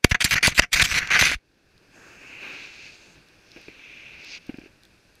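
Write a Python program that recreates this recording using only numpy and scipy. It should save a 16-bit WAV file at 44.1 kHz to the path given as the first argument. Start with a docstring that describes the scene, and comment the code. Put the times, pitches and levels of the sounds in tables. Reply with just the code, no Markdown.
"""A camera tumbling in snow

A small camera tumbles down a slope. Each touch fractures snow grains, which excite the resonances of
its case and microphone port; landings force air into the port, and the hardest blows overload the
microphone. It ends face down, the port packed with snow, where the friction noise of soft scraping
swells twice and the case settles with a few damped knocks."""
import sys
import numpy as np
from scipy import signal
from scipy.fft import rfft, irfft, next_fast_len
from scipy.io import wavfile
from scipy.ndimage import map_coordinates

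SR = 44100
rng = np.random.default_rng(int(sys.argv[2]) if len(sys.argv) > 2 else 0)


def to_wav(sig):
    """Store sig (one row per channel, or 1-D mono) as 16-bit WAV at the path in sys.argv[1].

    Samples outside -1..1 are clipped; the rate is SR.
    """
    pcm = np.clip(np.atleast_2d(sig), -1, 1) * 32767
    pcm = np.round(pcm).astype(np.int16)
    wavfile.write(sys.argv[1], SR, pcm.T)  # frames by channels


N = 229320

# Contacts with the snow; the powder level is high in loose snow, low in packed:
# (time [s], hold [s], level [dB], swell over the hold [dB], relative powder level [dB])
TOUCHES = [(0.0439, 0.003, -8.5, 3.5, -15.5), (.096, 0.014, -47, 3, 1), (.112, 0.0074, -16.5, 3, -23),
           (.146, 0.0076, -16.5, -3.5, -33.5), (0.2057, 0.019, -22, 2, -12.5),
           (0.2439, 0.0062, -20.5, -2, 0), (0.255, 0.022, -27, -12, -16), (.284, 0.019, -40.5, 11, -2.5),
           (.309, .033, -20.5, 0, -14), (.356, 0.029, -22, -3, -26.5), (0.409, 0.0034, -38.5, 2, -30),
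           (.429, 0.036, -17.5, 1.5, -13), (.471, 0.01, -18, -7, -6), (.484, 0.021, -28, -8.5, -13),
           (0.512, .014, -32.5, 4, -22.5), (0.547, 0.041, -36, 12.5, -4), (0.579, 0.014, -17.5, 2, -17.5),
           (0.5945, 0.0037, -3, -2.5, -24), (.621, 0.023, -26.5, -3, -26), (.718, 0.013, -37, 16, -10),
           (0.73, 0.017, -17.5, -3, -9), (.758, 0.061, -23, -5.5, -16), (.797, 0.015, -15, -5.5, -26),
           (.813, 0.01, -17, 10, -10.5), (0.839, 0.019, -25, 0, -8), (0.866, 0.065, -29.5, 7.5, -13),
           (0.939, 0.049, -22.5, 9.5, -17), (.996, 0.13, -34, -11, -29.5),
           (1.104, 0.045, -20.5, 2.5, -24.5), (1.149, 0.017, -13, 1, -33), (1.17, 0.016, -22, -3, -24),
           (1.191, 0.022, -19, -1.5, -14), (1.212, 0.013, -15, -0.5, -16.5), (1.231, .034, -17.5, 3, -17.5),
           (1.27, 0.076, -25.5, -6.5, -17.5)]
# Impacts of the bare case on hard crust: (time [s], crack peak [dB], knock peak [dB])
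BLOWS = [(0.0463, 3, -7.5), (0.115, -22, -20), (0.1467, -22, -27), (0.1512, -27, -27), (0.4796, -26, -7),
         (0.595, -5, -4), (0.6217, -15, -39), (0.776, -30, -45), (0.7989, -5.5, -23), (0.914, -14.5, -47),
         (0.9432, -10.5, -51), (1.0741, -20, -40), (1.1925, -16, -23), (1.226, -12.5, -11.5),
         (1.316, -12.5, -17)]
# Pressure pulses entering the port: (time [s], level before leakage [dB], Gaussian half width [s])
AIR_PULSES = [(0.0474, 5.5, 0.00035), (0.12, -7, 0.0016), (0.249, -13.5, 0.00085), (0.336, -20, .0015),
              (0.357, -20, 0.0012), (0.4791, -10, 0.001), (.597, -13, 0.0035), (0.749, -17.5, 0.0043),
              (0.8272, -13.5, .0015), (0.921, -20, 0.0024), (1.218, -15.5, .0014), (1.231, -20, 0.0038),
              (1.357, -20, 0.0039)]
# Settling impacts: (time [s], level [dB], hardness as spectral tilt [dB/decade], thud frequency [Hz])
KNOCKS = [(3.5622, -27.5, 3, 342), (3.569, -31, 6, 444), (3.683, -25, -1.5, 386), (3.689, -33, -6, 302),
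          (4.4931, -15, -10.5, 265), (4.497, -21, -3.5, 312), (4.542, -23, -3, 258),
          (4.585, -22.5, -8, 275), (4.615, -32.5, 0, 320), (4.637, -31, -12, 317), (4.659, -34, 4, 337)]
# Fractures of single ice crystals: (time [s], peak [dB], relative sparkle level [dB])
TICKS = [(1.7788, -46, -22), (3.2864, -47, -16), (3.5173, -34, -31), (3.615, -45, -9), (4.2464, -34.5, -12),
         (4.4674, -44.5, -10), (4.573, -45, -12), (4.5944, -45, -14), (4.8346, -42.5, -11.5),
         (4.8521, -43, -13), (5.1542, -48, -1)]

# Resonances: (frequency [Hz], bandwidth [Hz], relative gain [dB])
SHELL_RESONANCES = [(1600, 310, 1.5), (1970, 220, -5), (2376, 500, -1), (2734, 78, 0.5)]  # ring of the bare case
HOUSING_RESONANCES = [(716, 22, 3), (474, 14, -8), (2250, 7.4, -18.5)]  # its faint after-ring
# Modes of free vibration: (frequency [Hz], relative level [dB], T60 [s])
BARE_MODES = [(328, -9.5, 0.023), (490, -8.5, 0.0035), (620, -1, 0.02), (776, 3, 0.0065), (950, 4, 0.012),
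              (661, -26, 0.075)]  # knock of the bare case
PACKED_MODES = [(554, -18, 0.013), (773, -21, 0.0069), (1606, -13.5, 0.019), (2446, -3.5, 0.012),
                (2700, -9.5, .014)]  # upper modes of the case packed in snow

# Friction on the buried case: (time [s], hollow rub level [dB], hiss level [dB])
SCRAPES = [
    [(1.45, -80.5, -84), (1.626, -80.5, -87), (2.004, -59, -64), (2.37, -42.5, -58.5), (2.452, -40, -51),
     (2.652, -41, -48.5), (2.724, -46.5, -52.5), (2.862, -45.5, -50), (2.896, -47.5, -54),
     (2.918, -52.5, -53.5), (3.24, -62.5, -67.5), (3.44, -64.5, -66)],
    [(3.46, -65, -64), (3.576, -53.5, -58), (3.676, -55, -57), (3.684, -48, -58), (3.724, -52.5, -61),
     (3.946, -44, -56), (4.178, -46.5, -58.5), (4.312, -44.5, -45), (4.352, -41, -42), (4.378, -42, -48),
     (4.392, -60, -68), (4.42, -58.5, -63.5)],
]  # one table for each of two long scrapes
SETTLING = [(4.61, -59, -66.5), (4.672, -54, -64), (4.684, -68, -77), (5.15, -77, -81)]  # the last of the rubbing
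# Envelope of the low rasp: (time [s], level [dB])
RASP_LEVEL = [(1.45, -82.5), (1.92, -66), (1.98, -54), (2.36, -54.5), (2.46, -44.5), (2.75, -57.5),
              (3.52, -68.5), (3.53, -63.5), (4.37, -57), (4.41, -73), (4.51, -63), (5.05, -80.5)]
# Spectral peak of the hiss, which dips as each scrape swells, then partly climbs back:
# (time [s], frequency [Hz])
SWISH_CENTRE = [(1.5, 4500), (2.2, 5180), (2.45, 3894), (2.65, 4127), (2.85, 4535), (3.2, 4420),
                (3.55, 5326), (3.8, 3390), (4.05, 3280), (4.22, 4580), (4.38, 4620)]

# Noise spectra: (frequency [Hz], relative spectral density [dB])
CRUSH_SPECTRUM = [(30, -28.5), (150, -16.5), (400, -5), (800, -6), (1150, -2), (1500, -3.5), (2600, -2.5),
                  (3100, -9), (3800, -34.5), (6000, -74)]  # snow crushed against the case
GRIT_SPECTRUM = [(2000, -44.5), (3000, 2.5), (3650, 2), (4150, 2), (4700, 2.5), (5400, -1), (5900, 1.5),
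                 (6600, -3), (7300, -20.5), (8500, -47.5)]  # coarse grains
POWDER_SPECTRUM = [(5500, -50.5), (7300, 4), (8300, -3.5), (9900, -1.5), (10800, -8), (12500, -6),
                   (15000, -13), (16000, -20)]  # fine powder
RUB_SPECTRUM = [(1500, -43.5), (1900, -12), (2150, -4), (2400, 0), (2620, 2), (2830, -4.5), (3080, -12.5),
                (3700, -50.5)]  # hollow resonance under packed snow
RASP_SPECTRUM = [(500, -24), (850, -8.5), (1300, -6), (1600, 2), (1750, -2.5), (1950, -5.5), (2400, -37)]  # low rasp of a scrape
BODY_SPECTRUM = [(50, -19.5), (130, -5), (220, -4), (320, 1.5), (450, -2), (650, -5.5), (850, -11.5),
                 (1300, -36)]  # bass beneath the rasp
HISS_SPECTRUM = [(2600, -44.5), (3200, 0.5), (3600, -0.5), (4400, -2.5), (5200, -3.5), (5700, -4),
                 (6400, -5), (7200, -22), (9000, -64)]  # grains rubbing past
FINE_SPECTRUM = [(5000, -46), (6300, 5.5), (7000, 0), (7600, -4), (8200, -9), (10000, -16.5), (13000, -32),
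                 (16000, -53)]  # finest, highest hiss
SCUFF_SPECTRUM = [(60, -4), (140, -2), (450, 0), (800, -5), (1100, -25), (2500, -6), (5000, -36)]  # short scuff on packed snow
TICK_SPECTRUM = [(2400, -36.5), (3400, 3.5), (4300, 5), (5500, 1.5), (7000, -15), (9000, -23)]  # a snapping crystal
RUMBLE_SPECTRUM = [(15, -7.5), (35, -0.5), (90, -2.5), (180, -4.5), (300, -12), (700, -34), (2000, -72.5)]  # air and loose snow on the case
FLOOR_SPECTRUM = [(100, -0.5), (3000, 0), (7000, -1.5), (10000, -4), (11500, -6.5), (13500, -11),
                  (15500, -22.5)]  # even background hiss


def crunches(port_hz=2170, port_hz_per_db=21.5, port_width_hz=750, shell_db=5, lead_s=0.03):
    """Brittle fracture: each touch breaks a burst of grains, which excite the shell and the port."""
    out = np.zeros(N)
    t = np.arange(SR // 5) / SR - lead_s
    shell = lambda hz: 1 + amp(shell_db) * modal_response(hz, SHELL_RESONANCES)
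    for s, hold, db, swell_db, powder_db in TOUCHES:
        loose_db = powder_db + 16  # looser snow rings the port higher and is grittier
        port = lambda hz: 0.38 + resonance(hz, port_hz + port_hz_per_db * loose_db, port_width_hz)
        snaps = grains(len(t), rate=2000, spread_db=2.0, bed=0.54)
        crush = coloured(filtered(snaps, lambda hz: shell(hz) * port(hz)), CRUSH_SPECTRUM)
        # each snap spreads through the crust
        scatter = rng.standard_normal(len(t)) * amp(-60 * (t - t[0]) / 0.0045)
        spray = unit(signal.fftconvolve(snaps, scatter)[:len(t)]) + 0.39 * rng.standard_normal(len(t))
        lumps = amp(1.4 * wobble(110)[:len(t)])  # packed lumps break one by one
        grit = amp(-5 + 0.51 * loose_db) * coloured(spray, GRIT_SPECTRUM)
        powder = amp(powder_db) * coloured(spray, POWDER_SPECTRUM)
        add(out, s + t[0], touch_envelope(t, hold, db, swell_db) * (lumps * crush + grit + powder))
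    return out * amp(1.08 * wobble(300))  # the snow gives way in small slips


def touch_envelope(t, hold, db, swell_db, attack_s=0.0019, lead_t60=0.03, trickle_t60=0.1):
    """Contact pressure rises as snow yields and decays at lift-off; loose grains lead and trail it."""
    early, late = np.maximum(-t, 0), np.maximum(t - hold, 0)
    pressure = amp(db + swell_db * (np.clip(t / hold, 0, 1) - .5))
    release_t60 = 0.039 / (1 + amp(db + 11.5) ** 2)  # above -11.5 dB the case bounces straight off
    contact = amp(-20 * early / attack_s - 60 * late / release_t60)
    trickle = amp(-29 - 60 * early / lead_t60 - 60 * late / trickle_t60)
    return np.hypot(pressure * contact, pressure ** 0.6 * trickle)


def blows(crack_t60=0.0057, shell_db=8):
    """Impulsive excitation: a hard contact cracks the crust and sets the whole case vibrating."""
    out, t = np.zeros(N), np.arange(SR // 10) / SR
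    shell = lambda hz: resonance(hz, 3500, 5000) + amp(shell_db) * modal_response(hz, SHELL_RESONANCES)
    for s, crack_db, knock_db in BLOWS:
        burst = rng.standard_normal(len(t)) * amp(-60 * t / crack_t60)
        crack = filtered(burst, lambda hz: shell(hz) / (1 + (hz / 7500) ** 6))
        knock = sum(damped_mode(t, hz, db + rng.normal(0, 2.4), t60) for hz, db, t60 in BARE_MODES)
        add(out, s, amp(crack_db) * crack / np.abs(crack).max())
        add(out, s, amp(knock_db) * knock / np.abs(knock).max())
    return out


def air_thumps(vent_hz=36):
    """Compression of air at the port: the pressure leaks away and swings back, a high-pass response."""
    out, t = np.zeros(N), np.arange(N) / SR
    for s, db, width in AIR_PULSES:
        out += amp(db) * np.exp(-.5 * np.minimum(((t - s) / width) ** 2, 100))
    return filtered(out, lambda hz: (1j * hz) ** 2 / (vent_hz ** 2 - hz ** 2 + 1.8j * hz * vent_hz))


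def buffeting(full_pressure_db=-27.5, rest_db=-63.5):
    """Buffeting by air and loose snow makes a rumble that grows as a power of the contact pressure."""
    pressure, t = np.zeros(N), np.arange(SR // 5) / SR
    for s, hold, db, swell_db, _ in TOUCHES:
        add(pressure, s, touch_envelope(t, hold, db, swell_db))
    level = amp(full_pressure_db) * pressure ** 0.58 + amp(rest_db) * background_fade_in()
    return level * amp(3 * wobble(30)) * coloured(rng.standard_normal(N), RUMBLE_SPECTRUM)


def scraping(rest_db=-68.5, sift_db=-64.5, swish_db=5.5, swish_octaves=0.18):
    """Sliding friction: grains rub past; packed snow muffles them and leaves a hollow resonance."""
    levels_db = curves(np.vstack([*SCRAPES, SETTLING])) + curves(RASP_LEVEL)
    rub, hiss, rasp = (np.hypot(amp(db), amp(rest_db) * background_fade_in()) for db in levels_db)
    sift, = curves([(1.905, 0), (1.964, 1), (3.124, 1), (3.183, 0)])  # powder sifts over the port
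    fine = np.hypot(amp(-18.5) * hiss, amp(sift_db) * sift)
    body = amp(-20) * rasp ** 0.67
    drag = amp(0.6 * wobble(35))  # the snow grips unevenly
    friction = lambda spectrum: coloured(grains(N, rate=4500, spread_db=3.0, bed=1.0), spectrum)
    hz, s, frames = signal.stft(friction(HISS_SPECTRUM), SR, nperseg=256)
    off_centre = np.log2((hz[:, None] + 1) / np.interp(s, *np.transpose(SWISH_CENTRE))) / swish_octaves
    moving_peak = amp(swish_db * np.exp(-.5 * off_centre ** 2))
    swish = unit(signal.istft(frames * moving_peak, SR, nperseg=256)[1][:N])
    hollow = rub * friction(RUB_SPECTRUM) + rasp * friction(RASP_SPECTRUM)
    hollow += body * friction(BODY_SPECTRUM)
    return drag * (hollow + hiss * swish + fine * friction(FINE_SPECTRUM))


def settling_knocks(attack_s=0.0012, thud_t60=0.019, scuff_t60=0.096):
    """Damped vibration: the case thuds onto snow; harder contacts scuff it and reach its upper modes."""
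    out, t = np.zeros(N), np.arange(SR // 10) / SR
    for s, db, hardness, thud_hz in KNOCKS:
        ring = sum(damped_mode(t, hz, level + hardness * np.log10(hz / thud_hz) + rng.normal(0, 1), t60)
                   for hz, level, t60 in [(thud_hz, 0, thud_t60), *PACKED_MODES])
        scuff = coloured(rng.standard_normal(len(t)), SCUFF_SPECTRUM)
        scuff *= amp(hardness - 20.5 - 60 * t / scuff_t60)
        add(out, s, amp(db) * (ring + scuff) * (1 - np.exp(-t / attack_s)))
    return out


def crystal_ticks(attack_s=0.00065, t60=0.0037):
    """Acoustic emission: single crystals snap at the port, each radiating a brief, bright transient."""
    out, t = np.zeros(N), np.arange(SR // 50) / SR
    for s, db, sparkle_db in TICKS:
        burst = rng.standard_normal(len(t)) * amp(-60 * t / t60) * np.minimum(t / attack_s, 1)
        snap = coloured(burst, TICK_SPECTRUM)
        sparkle = amp(sparkle_db) * coloured(burst, POWDER_SPECTRUM)
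        add(out, s, amp(db) * (snap + sparkle) / np.abs(snap).max())
    return out


def noise_floor():
    """Broadband random noise: a faint, even hiss comes up once the tumbling is over."""
    level_db, = curves([(1.4, -82), (2.0, -69.5), (5.2, -71)])
    return amp(level_db) * coloured(rng.standard_normal(N), FLOOR_SPECTRUM)


def background_fade_in(start_s=1.335, rise_s=0.79):
    """Square-root ramp: steady background rumble and hiss fade in once the loud tumbling stops."""
    return curves([(start_s, 0), (start_s + rise_s, 1)])[0] ** .5


def grains(n, rate, spread_db, bed):
    """Shot noise: uneven fractures, rate a second, on a Gaussian bed of ones too small to resolve."""
    impulses = (rng.random(n) < rate / SR) * rng.choice([-1, 1], n)
    sizes = amp(spread_db * np.minimum(rng.standard_normal(n), 2))
    return unit(impulses * sizes) + bed * rng.standard_normal(n)


def damped_mode(t, hz, db, t60):
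    """Free vibration of one mode: an exponentially decaying sinusoid."""
    return amp(db - 60 * t / t60) * np.sin(2 * np.pi * hz * t)


def resonance(hz, centre, width):
    """Frequency response of a damped oscillator."""
    return 1j * hz * width / (centre ** 2 - hz ** 2 + 1j * hz * width)


def modal_response(hz, modes):
    """Superposition of resonances."""
    return sum(amp(db) * resonance(hz, centre, width) for centre, width, db in modes)


def filtered(x, response):
    """Linear filtering: the spectrum of x times a frequency response."""
    size = next_fast_len(len(x) + SR // 20)
    return irfft(rfft(x, size) * response(np.fft.rfftfreq(size, 1 / SR)), size)[:len(x)]


def coloured(x, spectrum):
    """Spectral shaping of x, at rms 1."""
    points_hz, db = np.transpose(spectrum)
    return unit(filtered(x, lambda hz: amp(np.interp(np.log(hz + 1), np.log(points_hz), db))))


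def wobble(rate):
    """Smooth random modulation, rate knots a second."""
    return map_coordinates(rng.standard_normal(int(N * rate / SR) + 4), [np.arange(N) * rate / SR])


def curves(rows):
    """Linear interpolation of each column after the time, one value per sample."""
    s, *columns = np.transpose(rows)
    return [np.interp(np.arange(N) / SR, s, column) for column in columns]


def amp(db):
    """Amplitude ratio of a level in decibels."""
    return 10 ** (np.asarray(db) / 20)


def unit(x):
    """Normalisation to rms 1."""
    return x / np.sqrt(np.mean(x ** 2) + 1e-20)


def add(track, s, sound):
    """Superposes a sound on the track at s seconds."""
    part = track[max(round(s * SR), 0):][:len(sound)]
    part += sound[:len(part)]


def scene():
    """Free-field superposition: all sources reach one microphone directly; open snow gives no echo."""
    crunch = crunches()
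    after_ring = filtered(crunch, lambda hz: modal_response(hz, HOUSING_RESONANCES))
    tumble = crunch + after_ring + blows() + air_thumps() + buffeting()
    return (tumble + scraping() + settling_knocks() + crystal_ticks() + noise_floor())[None]


def record(dry, cutoff_hz=15600):
    """Saturation and band limiting: the microphone overloads softly and loses the highest treble."""
    saturated = dry[0] / (1 + np.abs(dry[0]) ** 4) ** (1 / 4)
    return filtered(saturated, lambda hz: 1 / (1 + (hz / cutoff_hz) ** 120))[None]


dry = scene()
out = record(dry)
to_wav(out)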